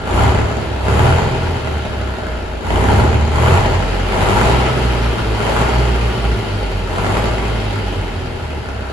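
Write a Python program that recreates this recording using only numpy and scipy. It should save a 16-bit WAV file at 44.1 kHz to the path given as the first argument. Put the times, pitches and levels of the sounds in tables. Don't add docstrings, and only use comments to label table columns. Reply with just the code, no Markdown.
import sys
import numpy as np
from scipy import signal
from scipy.fft import rfft, irfft, next_fast_len
from scipy.io import wavfile
from scipy.ndimage import uniform_filter1d, map_coordinates

SR = 44100
rng = np.random.default_rng(int(sys.argv[2]) if len(sys.argv) > 2 else 0)


def inscribe(sig):
    pcm = np.round(np.clip(np.atleast_2d(sig).T, -1, 1) * 32767)
    wavfile.write(sys.argv[1], SR, pcm.astype(np.int16))


N = 393372
REFERENCE_TURNS_PER_S = 20


def from_db(db):
    return np.exp(np.asarray(db) * (float(np.log(10)) / 20))


def rms_one(x):
    return x / np.sqrt(np.mean(x ** 2) + 1e-20)


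def steady(x):
    return x / np.sqrt(uniform_filter1d(np.mean(x ** 2, axis=0), size=4500) + 1e-9)


def in_time(points):
    return np.interp(np.arange(N) / SR, *np.transpose(points))


def at_hz(points, hz):
    f, value = np.transpose(points)
    return np.float32(np.interp(np.log(hz + 1), np.log(f), value))


def drift(rate):
    knots, coarse = rng.standard_normal(1024), np.arange(0, N, 50)
    slow = map_coordinates(knots, [coarse / SR * rate], order=2, mode="wrap")
    return np.interp(np.arange(N), coarse, rms_one(slow))


# (frequency [Hz], width [Hz], level [dB])
HULL_RESONANCES = [(370, 25.5, 5.5), (425, 113, 6.5), (622, 26, 4.5), (837, 194, 5), (935, 41, 3),
                   (1380, 130, 4), (2130, 300, 1.2), (2980, 240, 2.5)]
# (frequency [Hz], correlation [-])
ECHO_LIKENESS = [(50, 0.97), (125, 1), (250, 0.91), (500, 0.59), (1000, 0.29), (2000, 0.35), (4000, 0.074),
                 (5800, 0), (7000, 0.3), (11000, 0)]
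# (frequency [Hz], level [dB])
MIC_BALANCE = [(60, 14.5), (125, -8), (250, 1), (500, 1), (1000, 2.5), (2000, 0.8), (4000, -.5),
               (10000, -0.5)]

def radiate(x, spectrum, early_s, wet_db, direct_db, hangar_t60_s=1.4, left_lag_s=.00025):
    size = next_fast_len(N + 2 * SR, True)
    hz, t = np.arange(size // 2 + 1, dtype="f") * (SR / size), np.arange(2 * SR) / SR
    decay = 1000 ** (-t / early_s) + from_db(wet_db) * 1000 ** (-t / hangar_t60_s)
    echoes = rng.standard_normal((2, len(t))) * decay / np.sqrt(np.sum(decay ** 2))
    mid, side = rfft(np.float32(echoes), size)
    alike, sides = np.clip(at_hz(ECHO_LIKENESS, hz), -.99, .99), np.float32([[1], [-1]])
    paths = np.sqrt(1 + alike) * mid + sides * np.sqrt(1 - alike) * side
    paths[0] += from_db(direct_db) * np.exp(-2j * np.pi * hz * left_lag_s)
    paths[1] += from_db(direct_db)
    paths /= np.sqrt(uniform_filter1d(np.abs(paths) ** 2, size=50))
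    hull_db = sum(db / (1 + (2 * (hz - f) / width) ** 2) for f, width, db in HULL_RESONANCES)
    colour = from_db(at_hz(spectrum, hz) + hull_db + sides * at_hz(MIC_BALANCE, hz) / 2) * hz / (hz + 20)
    running = np.float32(np.concatenate([x[:SR][::-1], x]))
    return rms_one(irfft(rfft(running, size) * paths * colour, size)[:, SR:SR + N])


# (frequency [Hz], width [Hz], gain [-])
HANGAR_MODES = [(48.2, 1.5, 0.46), (49.1, 6.6, -1.53), (49.8, 5.4, 1.26), (53.3, 1.2, -0.25),
                (56.0, 1.6, -0.37), (57.9, 1.2, 0.16), (59.7, 1.8, -0.82), (60.6, 1.7, 0.41),
                (63.7, 1.2, 0.84), (64.2, 2.2, -0.71), (68.6, 1.2, 0.69), (71.0, 1.2, 0.23),
                (76.5, 2.1, 0.99), (84.3, 1.8, 0.83), (87.6, 1.6, 0.9), (92.8, 1.5, 1.05),
                (96.7, 3.9, -0.2), (99.9, 2.7, 1.26), (103.1, 1.2, 1.12), (108.2, 1.7, 1.06),
                (110.8, 1.2, 0.25), (114.5, 3.2, 0.59), (116.2, 1.2, 0.89), (119.6, 1.8, 0.39),
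                (122.4, 1.6, 1.72), (122.8, 1.8, -1.01), (128.4, 1.2, -0.53)]

def standing_waves(x):
    size = next_fast_len(N + 2 * SR, True)
    hz = np.arange(0, 500, SR / size)
    response = sum(gain / (1 + 2j * (hz - f) / width) for f, width, gain in HANGAR_MODES)
    return irfft(rfft(x, size)[:len(hz)] * response, size)[:N]


# (start [s], held open [s], roar [dB], thump [dB], burble [dB], climb [s],
# top speed [turns/s], linger near the top [s])
THROTTLE_STABS = [(0.04, 0.2, 1.6, 5.5, 3.5, 0.288, 18.48, 0.31),
                  (0.79, 0.3, 0.1, 5.4, 0.5, 0.376, 21.8, 0.34),
                  (2.61, 0.39, -1.1, 2.6, 3, 0.478, 19.2, 0.37),
                  (3.29, 0.26, 1.5, 7.1, -3.5, 0.398, 24.27, 0.5),
                  (4.04, 0.44, 0.1, -8, -2.5, 0.592, 31.89, 0.56),
                  (5.32, 0.3, -2, -22, -6, 0.405, 30.98, 0.574),
                  (6.85, 0.33, -3.9, -7.4, -3.5, 0.415, 28.64, 0.305)]

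def crank_speed(start_turns_per_s=13.6, sag_per_s=.23, coast_per_s=.398):
    t = np.arange(N) / SR
    speed = np.full(N, start_turns_per_s)
    for start, *_, climb, top, linger in THROTTLE_STABS:
        since, before = t - start, np.interp(start, t, speed)
        rise = np.sin(np.pi / 2 * np.clip(since / climb, 0, 1)) ** 2
        sag = sag_per_s * np.clip(since - climb, 0, linger)
        coast = coast_per_s * np.maximum(since - climb - linger, 0)
        speed = np.where(since < 0, speed, (before + (top - before) * rise) * np.exp(-sag - coast))
    return speed


def throttle(strengths_db, attack_s, release_s):
    t, power = np.arange(0, N, 50) / SR, 0
    for (start, held, *_), db in zip(THROTTLE_STABS, strengths_db):
        swell = 1 - np.exp(-np.clip(t - start, 0, held) / attack_s)
        fade = np.exp(-np.maximum(t - start - held, 0) / release_s)
        power += (from_db(db) * swell * fade) ** 2
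    return np.interp(np.arange(N) / SR, t, np.sqrt(power))


# (time [s], level [dB])
COASTING_TRIM = [(0, 1), (2.1, 0.5), (4, 0.6), (7, -2), (7.8, -1.7), (8.3, -2.8), (8.92, -1.7)]

def effort(speed, push, coast_db, db_per_octave, open_db):
    octaves = np.log2(speed / REFERENCE_TURNS_PER_S)
    coasting = from_db(coast_db + in_time(COASTING_TRIM) + db_per_octave * octaves)
    return np.hypot(coasting, from_db(open_db) * push)


CYLINDER_LEVELS = [1.5, -6.5, 5, -5.5, -13.5, 2.5, -6, -3.5]

def firings(turns, uneven_db=6, jitter_s=.0006):
    due = np.flatnonzero(np.diff(np.floor(4 * turns)))
    strength, lateness = rng.standard_normal((2000, 2))[:len(due)].T
    when = np.clip(due + (jitter_s * SR * lateness).astype(int), 0, N - 1)
    pulses = np.zeros(N)
    pulses[when] = from_db(np.resize(CYLINDER_LEVELS, len(due)) + uneven_db * strength)
    return pulses


def puffs(pulses, length_s, between):
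    flow = np.sqrt(pulses)
    gate = signal.lfilter([1], [1, -np.exp(-1 / (length_s * SR))], flow + 1e-18)
    return (rms_one(gate) + between) * rng.standard_normal(N)


# (time [s], level [dB])
RING_SWELL = [(0, -31.5), (1.3, -44.5), (2.0, -31.5), (2.6, -37.5), (6.5, -66), (8.92, -35.5)]
# (frequency [Hz], density [dB])
RING_SPECTRUM = [(400, -35), (640, 11), (900, -33), (1250, -0.5), (1480, 3), (1750, -1.5), (2600, -55)]

def metallic_ring(ticking):
    gain = from_db(in_time(RING_SWELL) + 2 * drift(9))
    return gain * radiate(ticking, RING_SPECTRUM, early_s=.12, wet_db=-5, direct_db=-9)


# (frequency [Hz], density [dB])
MACHINERY_SPECTRUM = [(200, 3.5), (400, 6.5), (680, 1.5), (850, -10.5), (1100, -0.5), (1470, 6.5),
                      (1900, 2.5), (2500, 3.5), (3020, 3.5), (3500, -1.5), (4700, -3.5), (6200, -14.5),
                      (11500, -33)]

def fan_and_valves(ticking, speed, push):
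    gain = effort(speed, push, coast_db=-29, db_per_octave=9, open_db=-24.5)
    return gain * steady(radiate(ticking, MACHINERY_SPECTRUM, early_s=.24, wet_db=-30, direct_db=-6.5))


def accessory_whine(turns, speed, order=41.2):
    tone = np.sin(2 * np.pi * order * turns + .55 * drift(45))
    swell = (speed / speed.max()) ** 5 * from_db(1.5 * drift(6))
    whine = radiate(tone * swell, MACHINERY_SPECTRUM, early_s=.15, wet_db=-14, direct_db=-2)
    return from_db(-42.3) * whine


def pipe_hiss(pulses, speed, bite):
    gas = puffs(pulses, length_s=.0023, between=3)
    hiss = signal.sosfilt(signal.butter(2, 8000, "high", fs=SR, output="sos"), gas)
    return effort(speed, bite, coast_db=-46.3, db_per_octave=8, open_db=-35.4) * rms_one(hiss)


# (frequency [Hz], level [dB])
PIPE_SPECTRUM = [(25, -40), (45, -19), (70, -9), (92, -3.5), (125, -3), (165, -2.5), (220, 0), (300, -6.5),
                 (380, -7.5), (550, -13.5), (900, -19.5), (2000, -75)]

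def exhaust_burble(pulses, speed, load):
    blows = rms_one(pulses) + .47 * rms_one(puffs(pulses, length_s=.0056, between=.068))
    gain = effort(speed, load, coast_db=-27, db_per_octave=7, open_db=-20)
    return gain * steady(radiate(blows, PIPE_SPECTRUM, early_s=.59, wet_db=-5, direct_db=-11))


LOPE_LEVELS = [-20, -24, -24]

def exhaust_lope(turns, speed, load, flutter_db=3):
    tones = 0
    for order, db in zip((3, 5, 7), LOPE_LEVELS):
        gain = from_db(db + at_hz(PIPE_SPECTRUM, order * speed) + flutter_db * drift(6.6))
        wander = drift(14) + .5 * np.array([drift(6.3), drift(22)])
        tones += gain * np.sqrt(2) * np.sin(2 * np.pi * (order * turns + rng.random()) + wander)
    unevenness = np.minimum(1, REFERENCE_TURNS_PER_S / speed) ** 2
    return load * unevenness * tones


# (order [x crank speed], coasting level [dB], throttle level [dB])
BOOM_TONES = [(2, -13, -37), (4, -20.3, -12.4), (6, -28.5, -14.3)]
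# (time [s], level [dB])
BOOM_TRIM = [(0, 0), (1.5, -1), (2.2, 1), (4.3, 0), (5, -1), (5.8, -0.3), (7.8, 0), (8.5, -3.5)]

def exhaust_boom(turns, thump, wobble_turns=.006, throb_db=1.4):
    angle = 2 * np.pi * (turns + wobble_turns * drift(24))
    tones = 0
    for order, coast_db, open_db in BOOM_TONES:
        gain = np.hypot(from_db(coast_db), from_db(open_db) * thump)
        tones += gain * from_db(throb_db * drift(13)) * np.sin(order * angle)
    return np.sqrt(2) * from_db(in_time(BOOM_TRIM)) * tones


# (frequency [Hz], density [dB])
BARK_SPECTRUM = [(500, -29), (1000, 1.5), (1500, 3), (2300, -7), (3200, -9.5), (6000, -41)]

def exhaust_bark(pulses, snap):
    cracks = rms_one(puffs(pulses ** 1.25, length_s=.0018, between=.15))
    bark = steady(radiate(cracks, BARK_SPECTRUM, early_s=.1, wet_db=-11, direct_db=3.5))
    return from_db(-24) * snap * bark


# (frequency [Hz], density [dB])
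ROAR_SPECTRUM = [(150, 4.5), (280, -12), (380, -5.5), (520, -0.5), (700, 1), (950, -1), (1150, -3.5),
                 (1500, -11.5), (2100, -11.5), (3000, -25), (5000, -36), (7000, -20), (12000, -69)]

def exhaust_roar(pulses, speed, push):
    gas = puffs(pulses, length_s=.0032, between=.45)
    gain = effort(speed, push, coast_db=-27.5, db_per_octave=6, open_db=-15)
    return gain * steady(radiate(gas, ROAR_SPECTRUM, early_s=.34, wet_db=-12.5, direct_db=-1))


def scene():
    _, _, roar_db, thump_db, burble_db, *_ = np.transpose(THROTTLE_STABS)
    speed = crank_speed()
    turns = np.cumsum(speed) / SR
    pulses = firings(turns)
    push = throttle(roar_db, attack_s=.135, release_s=.25)
    thump = throttle(thump_db, attack_s=.19, release_s=.172)
    load = throttle(burble_db, attack_s=.15, release_s=.34)
    snap = throttle(roar_db, attack_s=.09, release_s=.17)
    bite = throttle(roar_db, attack_s=.11, release_s=.09)
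    low = standing_waves(exhaust_boom(turns, thump)) + exhaust_lope(turns, speed, load)
    low *= from_db([[-.6], [.6]])
    body = exhaust_burble(pulses, speed, load) + exhaust_roar(pulses, speed, push)
    edge = exhaust_bark(pulses, snap) + pipe_hiss(pulses, speed, bite)
    ticking = puffs(pulses, length_s=.0013, between=1.4)
    machinery = fan_and_valves(ticking, speed, push) + accessory_whine(turns, speed)
    return metallic_ring(ticking) + machinery + low + body + edge


def record(dry, ceiling=.95, cutoff_hz=11600):
    rounded = dry / (1 + (dry / ceiling) ** 8) ** (1 / 8)
    return signal.sosfilt(signal.ellip(10, .1, 90, cutoff_hz, fs=SR, output="sos"), rounded)


dry = scene()
out = record(dry)
inscribe(out)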